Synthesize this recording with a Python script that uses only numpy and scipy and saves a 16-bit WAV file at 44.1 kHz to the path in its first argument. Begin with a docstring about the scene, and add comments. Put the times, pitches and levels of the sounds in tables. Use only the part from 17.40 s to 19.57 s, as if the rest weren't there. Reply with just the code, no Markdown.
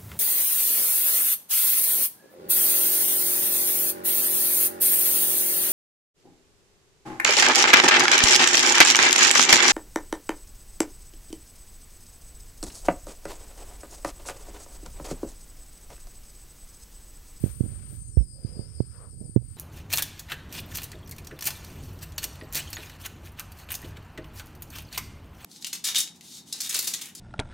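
"""A cow chews grass in a meadow: dull thumps, about one strong one per chew, are pressure pulses ringing damped
resonances, with scuffs, a sinking boom and a low rumble around them. Her munching is swelling resonant noise.
Grass is shaped noise, insects a narrow noise band, the bird a frequency-modulated sine; a steady shaped noise,
air with a weak insect band, lies behind. The left microphone is open to the meadow and gets only a trace of
the thumps; the muffled right one takes them in full. The hardest thump makes the limiter duck both channels."""
import sys
import numpy as np
from scipy.fft import rfft, irfft, next_fast_len
from scipy.io import wavfile
from scipy.ndimage import uniform_filter1d, minimum_filter1d, map_coordinates

SR = 44100
rng = np.random.default_rng(int(sys.argv[2]) if len(sys.argv) > 2 else 0)


def put_to_file(sound):
    """Save the sound as 16-bit audio at rate SR, in the file named by the first command-line argument."""
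    columns = np.atleast_2d(sound).T  # one column per channel
    safe = np.clip(columns, -1, 1)
    whole_steps = np.round(safe * 32767)
    wavfile.write(sys.argv[1], SR, whole_steps.astype(np.int16))


N = 95652  # samples


def amp(db):
    """Logarithmic level: decibels to amplitude gain."""
    return 10 ** (np.asarray(db) / 20)


def unit(x):
    """Normalisation: scale to rms 1."""
    return x / np.sqrt(np.mean(x ** 2) + 1e-20)


def clock():
    """Sampling: time in seconds at each sample."""
    return np.arange(N) / SR


def curves(rows):
    """Linear interpolation: one value per sample for each column after the time."""
    times, *columns = np.transpose(rows)
    return [np.interp(clock(), times, column) for column in columns]


def wobble(rate):
    """Random modulation: a smooth curve through normal random knots, rate of them per second."""
    return map_coordinates(rng.standard_normal(4096), [clock() * rate], mode="wrap")


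def filtered(x, response):
    """Linear filtering: multiply the spectrum by a response of frequency."""
    m = next_fast_len(N + SR // 2)  # padding leaves room for the ringing
    f = np.fft.rfftfreq(m, 1 / SR)
    return irfft(rfft(x, m) * response(f), m)[..., :N]


def resonance(f, hz, width):
    """Damped resonance: the response of one second-order resonator, of gain 1 at its peak."""
    return 1j * f * width / (hz * hz - f * f + 1j * f * width)


def noise(colour):
    """Spectral shaping: white noise given a relative f/Hz, level/dB curve, at rms 1."""
    hz, db = np.transpose(colour)

    def response(f):
        return amp(np.interp(np.log(f + 1), np.log(hz), db))

    return unit(filtered(rng.standard_normal(N), response))


def band(hz, width):
    """Cascaded resonance: noise through two equal resonators, at rms 1."""
    return unit(filtered(rng.standard_normal(N), lambda f: resonance(f, hz, width) ** 2))


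def tone(hz):
    """Phase integration: a sine whose phase is the running sum of its frequency."""
    return np.sin(2 * np.pi * np.cumsum(hz) / SR)


# Relative spectral density of the steady background, air noise with a weak insect band near 4.8 kHz:
# f/Hz, level/dB per Hz
BACKGROUND_SPECTRUM = [(25, -11.5), (90, 11), (220, -0.5), (430, 6), (750, -4), (1800, -5), (3200, -22),
                       (4100, -2), (4750, 12), (5600, 0), (6500, -7), (7400, -6), (10000, -5.5),
                       (12500, 1.5), (14000, -22), (16000, -12)]
BACKGROUND_DB = -63.5


def background():
    """Stationary noise: a steady meadow background of air noise with a weak insect band near 4.8 kHz."""
    return amp(BACKGROUND_DB) * noise(BACKGROUND_SPECTRUM)


# Mean level of the insect band: t/s, level/dB
INSECT_LEVEL = [(0, -46.5), (.33, -45.5), (.75, -45.5), (1.15, -50.5), (1.4, -49.5), (1.62, -50),
                (1.9, -46), (2.17, -50.5)]
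INSECT_HZ, INSECT_WIDTH_HZ = 8634, 730  # centre, half-power bandwidth


def insects():
    """Superposition: many insects merge into one narrow, shimmering noise band with steep sides."""
    level_db, = curves(INSECT_LEVEL)

    def response(f):
        return (1 + (2 * (f - INSECT_HZ) / INSECT_WIDTH_HZ) ** 4) ** -.5

    shrill = unit(filtered(rng.standard_normal(N), response))
    return amp(level_db + 1.3 * wobble(45.1)) * shrill


# Mean pitch and level of the long whistle, before buzz and dips: t/s, f/Hz, level/dB
WHISTLE_PATH = [(.54, 6550, -100), (.59, 6404, -67), (.63, 6290, -62.5), (.68, 6620, -63), (.72, 5820, -67),
                (.77, 5340, -58.5), (.815, 5300, -58), (.86, 5035, -61.5), (.97, 4904, -55),
                (1.01, 5000, -58), (1.06, 4884, -52.5), (1.125, 5020, -56), (1.176, 4870, -53),
                (1.245, 4910, -51.5), (1.29, 5130, -62.5), (1.4, 4905, -53), (1.435, 4893, -62),
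                (1.52, 5040, -61.5), (1.58, 4910, -59.5), (1.62, 4930, -78)]
# Buzz on the whistle: t/s, amplitude depth (0-1), pitch swing/Hz
BUZZ_PATH = [(.78, .05, 5), (.92, 0.66, 11), (1.24, 0.52, 10), (1.3, 1, 280), (1.39, 0.86, 21),
             (1.55, 1, 93)]
BUZZ_HZ = 406  # mean rate
# Centres of the brief dips in the whistle: t/s
DIP_TIMES = [.868, .99, 1.028, 1.118, 1.326, 1.376, 1.56]
DIP_DB, DIP_S = -6.5, .007  # depth, Gaussian half length


def whistle():
    """Amplitude and frequency modulation: one buzz modulates both the level and pitch of a sliding sine."""
    hz, db = curves(WHISTLE_PATH)
    db = db + DIP_DB * sum(np.exp(-((clock() - s) / DIP_S) ** 2) for s in DIP_TIMES)
    depth, swing_hz = curves(BUZZ_PATH)
    buzz = tone(BUZZ_HZ * (1 + .03 * wobble(40)))
    level = amp(db + 1.6 * wobble(120)) * (1 + depth * buzz)
    return level * tone(hz * (1 + 0.00397 * wobble(250)) + swing_hz * buzz)


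# Short slurs: start t/s, length/s, start f/Hz, end f/Hz, mean peak level/dB
SLUR_PATHS = [(0.664, 0.093, 6750, 7470, -59), (1.7, 0.047, 5950, 4550, -62.5),
              (1.794, 0.0295, 5290, 4600, -64), (1.82, .07, 5760, 4400, -63.5)]


def slurs():
    """Frequency glide: short sines sweep linearly in pitch under half-sine envelopes."""
    song = np.zeros(N)
    for s, length, start_hz, end_hz, level_db in SLUR_PATHS:
        u = np.clip((clock() - s) / length, 0, 1)  # progress through the slur
        hz = (start_hz + (end_hz - start_hz) * u) * (1 + 0.013 * wobble(600))
        song += amp(level_db + 2.2 * wobble(150)) * np.sin(np.pi * u) * tone(hz)
    return song


def bird():
    """Superposition of modulated sines: a long whistle and short slurs."""
    return np.sqrt(2) * (whistle() + slurs())  # a unit sine is brought to rms 1


# Mean level of the rustle: t/s, level/dB
RUSTLE_LEVEL = [(0, -59), (.06, -52), (.19, -62.5), (.31, -57), (.52, -59), (.66, -69.5), (.92, -80),
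                (1.07, -60.5), (1.45, -67), (1.61, -64.5), (1.76, -77.5), (2, -73), (2.1, -65)]
# Relative spectral density of the rustle: f/Hz, level/dB per Hz
RUSTLE_SPECTRUM = [(100, -9), (800, -6.5), (1350, 0.5), (1900, -3), (2700, -3.5), (4000, -7.5),
                   (7000, -6.5), (16000, -26)]
# Level of the high hiss: t/s, level/dB
HISS_LEVEL = [(0, -47.5), (.06, -46), (.2, -53.5), (.43, -63), (.54, -50), (.66, -69.5), (.95, -69),
              (1.95, -70.5), (2.12, -62.5)]
# Relative spectral density of the hiss: f/Hz, level/dB per Hz
HISS_SPECTRUM = [(100, -18), (2500, -9), (6000, -5), (11000, 3.5), (16000, -1.5)]


def grass():
    """Friction noise: blades brush together as level-modulated noise, with a fine hiss on top."""
    rustle_db, = curves(RUSTLE_LEVEL)
    hiss_db, = curves(HISS_LEVEL)
    rustle = amp(rustle_db + wobble(70.27)) * noise(RUSTLE_SPECTRUM)
    hiss = amp(hiss_db) * noise(HISS_SPECTRUM)
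    return rustle + hiss


# Mean level of the rumble: t/s, level/dB
RUMBLE_PATH = [(0, -39), (.33, -34.5), (.45, -36.5), (.7, -37.5), (.97, -40.5), (1.25, -37.5),
               (1.62, -41.5), (1.85, -38), (2.17, -38)]
# Relative spectral density of the rumble: f/Hz, level/dB per Hz
RUMBLE_SPECTRUM = [(20, -13.5), (60, 1), (115, 0.5), (180, -14), (400, -28.5), (600, -45.5), (900, -54),
                   (2500, -58.5), (9000, -72), (13300, -56), (16000, -66)]
RUMBLE_SWING_DB = 1  # standard deviation of the knots


def rumble():
    """Random level modulation: low-frequency noise swells restlessly under the thumps."""
    level_db, = curves(RUMBLE_PATH)
    return amp(level_db + RUMBLE_SWING_DB * wobble(23)) * noise(RUMBLE_SPECTRUM)


# Uneven swells: peak t/s, level/dB before the wobble, rise/s, fall/s, mouth resonance f/Hz, resonator width/Hz
MUNCH_SWELLS = [(.06, -62, 0.055, 0.084, 500, 260), (.31, -62.5, 0.11, 0.17, 512, 282),
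                (1.01, -59, 0.076, 0.051, 518, 161), (1.16, -50.5, 0.12, 0.11, 436, 212),
                (1.41, -61, 0.12, 0.047, 404, 201), (1.63, -55, 0.083, 0.053, 486, 217),
                (1.549, -61, 0.05, 0.028, 1340, 600), (1.62, -54.5, 0.052, 0.061, 1118, 594)]


def munching():
    """Resonant filtering: swells of soft noise are coloured by the cow's mouth."""
    t, out = clock(), np.zeros(N)
    for s, db, rise, fall, hz, width in MUNCH_SWELLS:
        swell = np.exp(-((t - s) / np.where(t < s, rise, fall)) ** 2)
        out += amp(db) * swell * band(hz, width)
    return out * amp(1.66 * wobble(50.1))


# Damped modes that a push rings: f/Hz, width/Hz, level/dB before the low cut
BODY_MODES = [(103.3, 79.6, 4), (214, 130, -4.5), (428, 480, -0.5), (119.2, 19.7, -0.5)]
BODY_LOW_HZ = 42  # first-order high-pass corner


def body(f):
    """Modal summation: the damped low resonances that every push rings, above a low cut."""
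    modes = sum(amp(db) * resonance(f, hz, width) for hz, width, db in BODY_MODES)
    return modes * 1j * f / (BODY_LOW_HZ + 1j * f)


# Runs of tiny pushes: centre t/s, level/dB, Gaussian half length/s
SCUFF_RUNS = [(0.076, -37.5, .02), (0.246, -34, 0.035), (0.327, -42.5, 0.022), (0.532, -44.5, 0.025),
              (0.815, -36, 0.016), (1.081, -44, 0.039), (1.208, -35, 0.018), (1.429, -45, 0.017),
              (1.738, -45, 0.013), (1.835, -38.5, 0.043), (2.023, -41.5, 0.019)]
SCUFF_RATE, SCUFF_SOFT_HZ = 500, 432  # mean pushes per second, scale of the treble roll-off


def scuffs():
    """Random impulse train: tiny, soft, irregular pushes crowd around the thumps and ring the body."""
    level = sum(amp(db) * np.exp(-((clock() - s) / half) ** 2) for s, db, half in SCUFF_RUNS)
    grains = rng.standard_normal(N) * (rng.random(N) < SCUFF_RATE / SR)

    def response(f):
        return body(f) / np.cosh(np.minimum(2 * f / SCUFF_SOFT_HZ, 20))

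    return level * unit(filtered(grains, response))


BOOM_S, BOOM_DB, BOOM_LENGTH_S = .774, -6, 0.041  # start, amplitude before the envelope, Gaussian decay
BOOM_HZ, BOOM_EXTRA_HZ, BOOM_SETTLE_S = 53, 78, 0.0066  # final pitch, extra at the start, its decay time


def boom():
    """Decaying oscillation of falling frequency: one heavy bump swings a few times, ever slower."""
    t = np.maximum(clock() - BOOM_S, 0)
    hz = (t > 0) * (BOOM_HZ + BOOM_EXTRA_HZ * np.exp(-t / BOOM_SETTLE_S))
    attack = 1 - np.exp(-t / 0.0013)
    decay = np.exp(-(t / BOOM_LENGTH_S) ** 2)
    return amp(BOOM_DB) * tone(hz) * attack * decay


def bump(u):
    """Smooth contact pulse: a hyperbolic secant of height 1."""
    return 1 / np.cosh(np.clip(u, -40, 40))


# Thumps: push t/s, push level/dB before the body, contact time constant/ms,
# opposite tug relative to the push (0-1), snap level/dB before its envelope
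THUMP_EVENTS = [(0.0405, -4, 0.67, 0.48, -52), (0.062, -16.5, 0.54, 0, -54), (0.2085, -5, 0.78, 0.32, -59),
                (.240, -17.5, 1, 0.8, -59), (.262, -18, 1, 0.56, -62), (.7722, -8, .54, 0.03, -45),
                (.808, -15.5, 1, 0, -55.5), (1.0493, -13.5, 0.96, 0.3, -64), (1.170, -24.5, 0.74, 0.2, -66),
                (1.194, -17, 0.51, 0.15, -60), (1.405, -6, .45, 0.19, -47), (1.8142, -23.5, 0.77, 0.4, -61),
                (1.896, -25, 0.8, 0.27, -67.5), (1.9642, 11, 0.57, 0.95, -26),
                (1.9739, -2.5, 0.59, 0.27, -52.5)]
TUG_LEAD_S = 0.0014
SNAP_HZ, SNAP_S = 1710, 0.00023  # pitch, envelope time constant


def thumps():
    """Impulsive excitation: a tug and an opposite soft push ring the body, with a brief snap beside them."""
    pushes, snaps = np.zeros(N), np.zeros(N)
    for s, db, contact_ms, tug, snap_db in THUMP_EVENTS:
        t = clock() - s
        contact = contact_ms / 1000
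        pushes += amp(db) * (tug * bump((t + TUG_LEAD_S) / contact) - bump(t / contact))
        snaps -= amp(snap_db) * bump(t / SNAP_S) * np.sin(2 * np.pi * SNAP_HZ * t)
    return filtered(pushes, body) + snaps


LEAK_DB, MUFFLE_HZ = -11.5, 1160  # meadow in the muffled microphone: gain, half-amplitude frequency
THUMP_LEAK_DB = -63  # low sounds in the open microphone


def scene():
    """Superposition at two microphones: left open to the meadow, right muffled and taking the thumps."""
    meadow = background() + insects() + bird() + grass() + munching()
    low = rumble() + scuffs() + boom() + thumps()
    muffled = amp(LEAK_DB) * filtered(meadow, lambda f: 1 / (1 + (f / MUFFLE_HZ) ** 3))
    return np.array([meadow + amp(THUMP_LEAK_DB) * low, low + muffled])


CEILING, LOOKAHEAD_S, RELEASE_S = 1, 0.0059, 0.042  # full scale = 1
TOP_HZ = 15900  # band limit


def record(dry):
    """Peak limiting and band limiting: one look-ahead gain ducks both channels and recovers."""
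    over = np.log(np.maximum(np.abs(dry).max(0) / CEILING, 1))
    fade = np.exp(-clock() / RELEASE_S)
    held = np.maximum.accumulate(over / fade) * fade  # log reduction decays after each peak
    reach = 2 * int(LOOKAHEAD_S * SR / 2) + 1  # odd window, centred on each sample
    gain = uniform_filter1d(minimum_filter1d(np.exp(-held), reach), reach)
    return filtered(dry * gain, lambda f: f < TOP_HZ)


dry = scene()
out = record(dry)
put_to_file(out)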